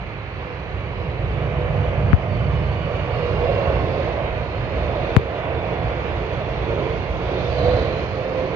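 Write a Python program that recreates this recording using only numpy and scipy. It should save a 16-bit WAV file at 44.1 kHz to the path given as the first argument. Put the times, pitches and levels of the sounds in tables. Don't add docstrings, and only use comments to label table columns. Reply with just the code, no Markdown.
import sys
import numpy as np
from scipy import signal
from scipy.fft import rfft, irfft, next_fast_len
from scipy.io import wavfile
from scipy.ndimage import uniform_filter1d, map_coordinates

SR = 44100
rng = np.random.default_rng(int(sys.argv[2]) if len(sys.argv) > 2 else 0)


def store_wav(level_fs):
    pcm = np.round(np.clip(np.atleast_2d(level_fs), -1, 1) * 32767)
    wavfile.write(sys.argv[1], SR, pcm.T.astype(np.int16))


N = 377143

# pitch_hz, density_db_per_hz
RUMBLE_SPECTRUM = [(15, -47), (25, -29.5), (40, -11.5), (56, 3.5), (90, 0.5), (125, -1), (170, -7),
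                   (230, -17), (330, -19), (700, -99.5)]
# pitch_hz, density_db_per_hz
BOOM_SPECTRUM = [(50, -40), (85, -3), (105, 2), (140, -.5), (175, -6.5), (230, -25.5), (400, -73.5)]
# pitch_hz, density_db_per_hz
RUSH_SPECTRUM = [(300, -36), (700, 3.5), (950, 4.5), (1350, 0), (1800, -0.5), (2350, 2), (2750, -2),
                 (3150, -8.5), (3550, -17), (4500, -36), (6000, -70), (8000, -110)]
# pitch_hz, density_db_per_hz
HISS_SPECTRUM = [(1500, -25), (3000, 0.5), (3550, 5.5), (4100, 2), (4600, -2.5), (5050, -7.5), (5500, -12),
                 (6200, -12), (6800, -20), (7300, -29), (7900, -87)]
# pitch_hz, density_db_per_hz
TURBINE_SPECTRUM = [(3300, -59.5), (3750, -8.5), (4050, 2), (4400, 0.5), (4700, -3), (5000, -11.5),
                    (5800, -55.5)]
# pitch_hz, density_db_per_hz
MIXING_SPECTRUM = [(70, -30), (130, -8.5), (170, 6), (220, -8.5), (290, -6.5), (380, -17.5), (600, -79)]
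# pitch_hz, density_db_per_hz
LOW_ROAR_SPECTRUM = [(100, -20.5), (200, -14), (290, -8), (380, -2), (460, -2.5), (540, -9), (700, -30.5),
                     (1500, -89)]
# pitch_hz, density_db_per_hz
ROAR_SPECTRUM = [(380, -30), (460, -5), (540, 0), (620, 0), (710, -3), (820, -14), (1080, -14),
                 (1350, -22.5), (2000, -23.5), (4000, -98)]

# start_s, level_db
RUMBLE_RIDE = [(0.0, -29.5), (0.25, -34.5), (0.85, -30.5), (1.3, -26.5), (1.9, -25), (2.1, -19.5),
               (2.2, -27), (2.4, -22.5), (3.0, -27), (3.45, -24.5), (3.7, -25.5), (4.5, -27), (4.85, -24),
               (5.25, -30.5), (5.85, -24), (5.95, -28.5), (6.3, -27.5), (6.45, -25.5), (7.5, -27.5),
               (7.65, -22.5), (8.3, -31), (8.55, -30.5)]
# start_s, level_db
BOOM_RIDE = [(0, -52), (1.05, -39.5), (1.35, -28), (2.05, -25.5), (2.22, -28), (2.4, -22.5), (2.75, -25),
             (2.95, -31.5), (3.4, -28), (4.0, -43), (8.55, -50.5)]
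# start_s, level_db
HISS_RIDE = [(0.0, -57), (3.95, -48), (4.25, -52), (5.1, -48), (5.55, -51), (5.9, -50), (7.2, -48),
             (7.4, -44), (7.65, -43), (8.2, -47.5), (8.55, -47.5)]
# start_s, level_db
LOW_ROAR_RIDE = [(0.0, -46), (0.09, -44.5), (1.4, -38), (3.26, -37), (3.29, -35), (3.95, -31.5),
                 (4.4, -38.5), (5.14, -34), (5.17, -29.5), (5.22, -34.5), (6.57, -36.5), (6.74, -30),
                 (7.12, -39.5), (7.33, -31.5), (7.57, -37.5), (7.69, -29), (8.02, -37), (8.55, -32)]
# start_s, level_db
ROAR_RIDE = [(0.0, -46), (1.05, -40.5), (1.45, -35.5), (1.83, -33), (2.3, -34.5), (2.95, -35.5),
             (3.07, -31), (3.36, -32), (3.47, -28), (3.72, -28), (3.85, -31), (4.26, -30), (4.48, -36.5),
             (4.98, -29.5), (5.24, -33), (5.32, -27), (5.45, -28.5), (5.6, -32), (5.82, -29.5),
             (6.15, -31.5), (6.28, -34.5), (6.38, -31), (6.5, -34), (6.8, -30), (7.0, -35), (7.35, -31),
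             (7.5, -33), (7.72, -27), (8.151, -35), (8.38, -32), (8.55, -34.5)]
# start_s, level_db
WHISTLE_RIDE = [(0, -51), (0.55, -41.5), (1.3, -41.5), (1.65, -33), (2.2, -39.5), (3.0, -40.5),
                (3.2, -30.5), (3.52, -28.5), (3.8, -44), (4.15, -30.5), (4.4, -47.5), (4.65, -39.5),
                (4.85, -48), (5.05, -31), (5.5, -43), (5.8, -37.5), (6.2, -44.5), (6.58, -31.5),
                (6.85, -34.5), (7.3, -46.5), (7.6, -28), (7.9, -38.5), (8.55, -42)]
# start_s, level_db
BLADE_RIDE = [(0, -54), (1.3, -56), (1.85, -43.5), (2.3, -35.5), (2.55, -39.5), (3.25, -45), (3.5, -27),
              (3.85, -40.5), (4.45, -49), (5.1, -38), (7.3, -47.5), (7.68, -23.5), (8.1, -37),
              (8.22, -30.5), (8.38, -24), (8.55, -40)]
# start_s, level_db
INTAKE_RIDE = [(0, -66.5), (1.8, -55), (2.35, -50.5), (2.7, -50.5), (3.2, -44), (3.7, -41.5), (4.2, -55.5),
               (5.3, -69), (8.55, -62)]

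# start_s, blade rate at the engine pitch_hz
FAN_SPEED = [(0, 492), (1.0, 508.6), (2.3, 558.3), (3.0, 533), (3.9, 498.8), (4.8, 445), (7.1, 440.8),
             (7.65, 495.3), (8.0, 522), (8.55, 528.3)]
# multiple of the blade rate, level_db relative to the intake ride
INTAKE_HARMONICS = [(2, 2.5), (4, -10), (5, -0.5)]
# start_s, end_s,
# pitch_hz at the engine (fan at approach speed), fan_follow (exponent), level_db, left_right_db
WHINE_LINES = [(-.2, 1.8, 3605, 0, -61, -6), (-.05, 1.9, 4020, .3, -66, -12),
               (2.2, 4.2, 4110, .13, -60.5, -22), (3.1, 5.2, 3605, 0, -54, -7),
               (3.35, 4.2, 3175, 0, -54, -5), (3.1, 4.15, 4620, .27, -63.5, -22),
               (4.25, 5.2, 4095, .13, -59.5, -18), (4.8, 5.9, 3325, 0, -53, 5),
               (5.2, 7.1, 3715, 0, -55, -4), (5.4, 7.2, 4140, 0, -64.5, -16), (5.76, 7.35, 3310, 0, -55, 2),
               (7.26, 7.54, 3630, 0, -45, -2), (7.45, 7.9, 3630, 0, -53, 1),
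               (7.48, 7.92, 4080, .1, -46.5, -12), (7.78, 8.3, 4110, .2, -54, -12),
               (7.45, 7.95, 4580, .1, -55.5, -26), (7.48, 7.82, 3090, .2, -48, -8),
               (7.7, 8.15, 3090, .2, -54.5, -8)]
# start_s, thump_db, start_pitch_hz, end_pitch_hz, ring_rise_s, ring_life_s, # crack_db (before trim),
# crack_pitch_hz, crack_rise_s, fizz_share
JOLT_HITS = [(2.1310, 5.6, 262, 67, .0035, .0148, -6, 2250, .0007, .005),
             (5.1654, 3.6, 274, 74, .0007, .0135, 4, 2400, .00023, .028)]

# pitch_hz, left_right_likeness (0-1)
LIKENESS = [(40, .88), (150, .96), (250, .88), (350, .95), (580, .975), (720, .88), (860, .52), (1100, .72),
            (1300, .5), (1520, .62), (1900, .2), (2700, .34), (3200, .15), (4100, .45), (4500, .35),
            (4900, .04)]
# pitch_hz, left_right_db
LEFT_SHADE = [(30, 6), (80, -5), (200, -5), (500, -6), (720, -5.5), (860, -10.5), (1050, -6), (1400, -8.5),
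              (2000, -1), (2700, -6.5), (3400, -4), (3900, -6), (4400, -19.5), (5000, -31.5), (6000, -34)]
# pitch_hz, lag_rad
LEFT_LAG = [(40, 0), (130, .12), (330, .45), (700, .68), (880, .35), (1100, .65), (1700, 1.85), (2800, 2.4),
            (3150, .4), (3450, 1.1), (4050, 4.6), (4650, 4.9)]

ABEAM_S, PASS_S, MACH = 7.5, 7.3, .135
RUSH_DB, RUSH_GROWS, USUAL_ROAR_DB = -35, 0.27, -34
MIXING_AHEAD_DB, MIXING_BEHIND_DB, TURN_S, TURN_SPREAD_S = -24, -2.5, 6.65, 0.37
TURBINE_DB, TURBINE_S, TURBINE_SPREAD_S = -52, 7.63, .27
APPROACH_HZ, WHISTLE_HZ, WHISTLE_FLUTTER_DB = 500, 450, 1.6
WHINE_FLUTTER_DB, WHINE_WAVER_HZ, WHINE_WAVER_BEHIND_HZ, WHINE_FADE_S = 1.4, 14, 27, .14
THUMP_DELAY_S = .0013
AIR_HZ, TOP_HZ = 8200, 16000
DUCK_DB_PER_S, RECOVER_S = 400, .35


def amp(db):
    return 10 ** (np.asarray(db) / 20)


def unit(x):
    return x / np.sqrt(np.mean(x ** 2) + 1e-20)


def along(points, hz):
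    f, v = np.transpose(points)
    return np.interp(np.log(hz + 1), np.log(f + 1), v)


def ride(rows):
    s, value = np.transpose(rows)
    return np.interp(np.arange(N) / SR, s, value)


def wobble(rate):
    knots = rng.standard_normal(int(N * rate / SR) + 4)
    coarse = np.arange(0, N, 32)
    return np.interp(np.arange(N), coarse, map_coordinates(knots, [coarse * rate / SR]))


def filtered(x, response):
    m = next_fast_len(N + SR // 4)
    return irfft(rfft(x, m) * response(np.fft.rfftfreq(m, 1 / SR)), m)[..., :N]


def panned(balance_db):
    left = amp(balance_db)
    return 2 * np.array([left, np.ones_like(left)]) / (1 + left)


def turbulence(spectrum, patchy_db):
    grains = signal.stft(rng.standard_normal((2, N)), nperseg=1024)[2]
    patches = uniform_filter1d(rng.standard_normal(grains.shape[1:]), size=6, axis=0)
    patches = uniform_filter1d(patches, size=12, axis=1)
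    pair = signal.istft(grains * amp(patchy_db * unit(patches)), nperseg=1024)[1][:, :N]

    def mid_side(hz):
        angle = np.arccos(np.clip(along(LIKENESS, hz), -1, 1)) / 2
        return amp(along(spectrum, hz)) * [np.cos(angle), np.sin(angle)]

    mid, side = filtered(pair, mid_side)
    both = filtered(np.array([mid + side, mid - side]), lambda hz: panned(along(LEFT_SHADE, hz)))
    return both / both.mean(axis=0).std()


def tone(pitch, width_hz, scatter):
    phase = 2 * np.pi * np.cumsum(pitch) / SR
    in_step = (1 + scatter * wobble(width_hz)) * np.cos(phase)
    out_of_step = scatter * wobble(width_hz) * np.sin(phase)
    return unit(in_step + out_of_step)


def doppler():
    t = np.arange(N) / SR - ABEAM_S
    return 1 / (1 + MACH * t / np.hypot(t, PASS_S))


def behind():
    return .5 + .5 * np.tanh((np.arange(N) / SR - TURN_S) / (2 * TURN_SPREAD_S))


def rumble():
    level_db = ride(RUMBLE_RIDE) + 0.52 + 0.22 * wobble(7.4)
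    return amp(level_db) * turbulence(RUMBLE_SPECTRUM, patchy_db=1.0)


def boom():
    return amp(ride(BOOM_RIDE)) * turbulence(BOOM_SPECTRUM, patchy_db=1.5)


def jolts():
    out, t = np.zeros(N), np.arange(SR // 10) / SR
    for (start_s, thump_db, start_hz, end_hz, ring_rise_s, life_s,
         crack_db, snap_hz, crack_rise_s, fizz) in JOLT_HITS:
        pitch = end_hz + (start_hz - end_hz) * np.exp(-t / .0045)
        ring = (1 - np.exp(-t / ring_rise_s)) / (1 + (t / life_s) ** 3.2)
        thump = amp(thump_db) * ring * np.sin(2 * np.pi * np.cumsum(pitch) / SR)
        age = t / crack_rise_s
        crack_hz = 550 + (snap_hz - 550) * np.exp(-age / 2)
        snap = np.sin(2 * np.pi * np.cumsum(crack_hz) / SR) + fizz * rng.standard_normal(len(t))
        crack = amp(crack_db - 1.0) * snap * age * np.exp(1 - age)
        out[round(start_s * SR):][:len(t)] += crack
        out[round((start_s + THUMP_DELAY_S) * SR):][:len(t)] += thump
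    return out * amp([[0], [-25]])


def airframe_rush(eddies):
    swell_db = ride(ROAR_RIDE) - USUAL_ROAR_DB
    level_db = RUSH_DB + RUSH_GROWS * swell_db + 0.36 * eddies
    return amp(level_db) * turbulence(RUSH_SPECTRUM, patchy_db=0.8)


def whistle():
    note = tone(WHISTLE_HZ * doppler(), width_hz=14, scatter=0.35)
    fluttering = unit(amp(WHISTLE_FLUTTER_DB * wobble(11)) * note)
    return amp(ride(WHISTLE_RIDE)) * fluttering * panned([-5.5])


def whines():
    out, t = np.zeros((2, N)), np.arange(N) / SR
    speed, shift = ride(FAN_SPEED) / APPROACH_HZ, doppler()
    waver_hz = WHINE_WAVER_HZ + (WHINE_WAVER_BEHIND_HZ - WHINE_WAVER_HZ) * behind()
    for start_s, end_s, pitch_hz, fan_follow, level_db, balance_db in WHINE_LINES:
        fade = np.clip(np.minimum(t - start_s, end_s - t) / WHINE_FADE_S, 0, 1)
        wavering = pitch_hz * shift * speed ** fan_follow + waver_hz * wobble(22)
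        flicker = amp(level_db + WHINE_FLUTTER_DB * wobble(22))
        line = flicker * tone(wavering, width_hz=115, scatter=1.7)
        out += fade * line * panned([balance_db])
    return out


def fan():
    pitch = ride(FAN_SPEED) * doppler()
    blades = amp(ride(BLADE_RIDE)) * tone(pitch, width_hz=26, scatter=0.6)
    upper = sum(amp(level_db) * tone(round(multiple) * pitch, width_hz=80, scatter=1.1)
                for multiple, level_db in INTAKE_HARMONICS)
    intake = amp(ride(INTAKE_RIDE) + 0.64 * wobble(8.4)) * upper
    return blades * panned([-5.7]) + intake * panned([-11.])


def engine_hiss(eddies):
    level_db = ride(HISS_RIDE) - 1.5 + 0.4 * eddies
    return amp(level_db) * turbulence(HISS_SPECTRUM, patchy_db=2.0)


def turbine_hiss():
    beam = 1 / (1 + np.abs((np.arange(N) / SR - TURBINE_S) / TURBINE_SPREAD_S) ** 8)
    return beam * amp(TURBINE_DB + 2.3 * wobble(22)) * turbulence(TURBINE_SPECTRUM, patchy_db=3.5)


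def jet_mixing():
    beam_db = MIXING_AHEAD_DB + (MIXING_BEHIND_DB - MIXING_AHEAD_DB) * behind()
    return amp(ride(LOW_ROAR_RIDE) + beam_db) * turbulence(MIXING_SPECTRUM, patchy_db=0.5)


def exhaust_roar(eddies):
    low_db = ride(LOW_ROAR_RIDE) + 3.0 + 0.53 * eddies
    high_db = ride(ROAR_RIDE) + 2.5 + 0.33 * eddies
    low = amp(low_db) * turbulence(LOW_ROAR_SPECTRUM, patchy_db=-0.04)
    high = amp(high_db) * turbulence(ROAR_SPECTRUM, patchy_db=1.5)
    return low + high


def scene():
    eddies = wobble(13)
    aircraft = rumble() + boom() + airframe_rush(eddies) + whistle() + whines() + fan()
    aircraft += engine_hiss(eddies) + turbine_hiss() + jet_mixing() + exhaust_roar(eddies)

    def path(hz):
        air = 1 / (1 + (hz / AIR_HZ) ** 24)
        return air * np.exp(-1j * along(LEFT_LAG, hz) * np.array([[1], [0]]))

    return filtered(aircraft, path) + jolts()


def record(dry):
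    overload = np.abs(dry).max(axis=0) > 1
    recovery = np.exp(-1 / (RECOVER_S * SR))
    duck_db = signal.lfilter([DUCK_DB_PER_S / SR], [1, -recovery], overload * 1.)
    clipped = np.clip(dry * amp(-duck_db), -1, 1)
    return filtered(clipped, lambda hz: 1 / (1 + (hz / TOP_HZ) ** 60))


dry = scene()
out = record(dry)
store_wav(out)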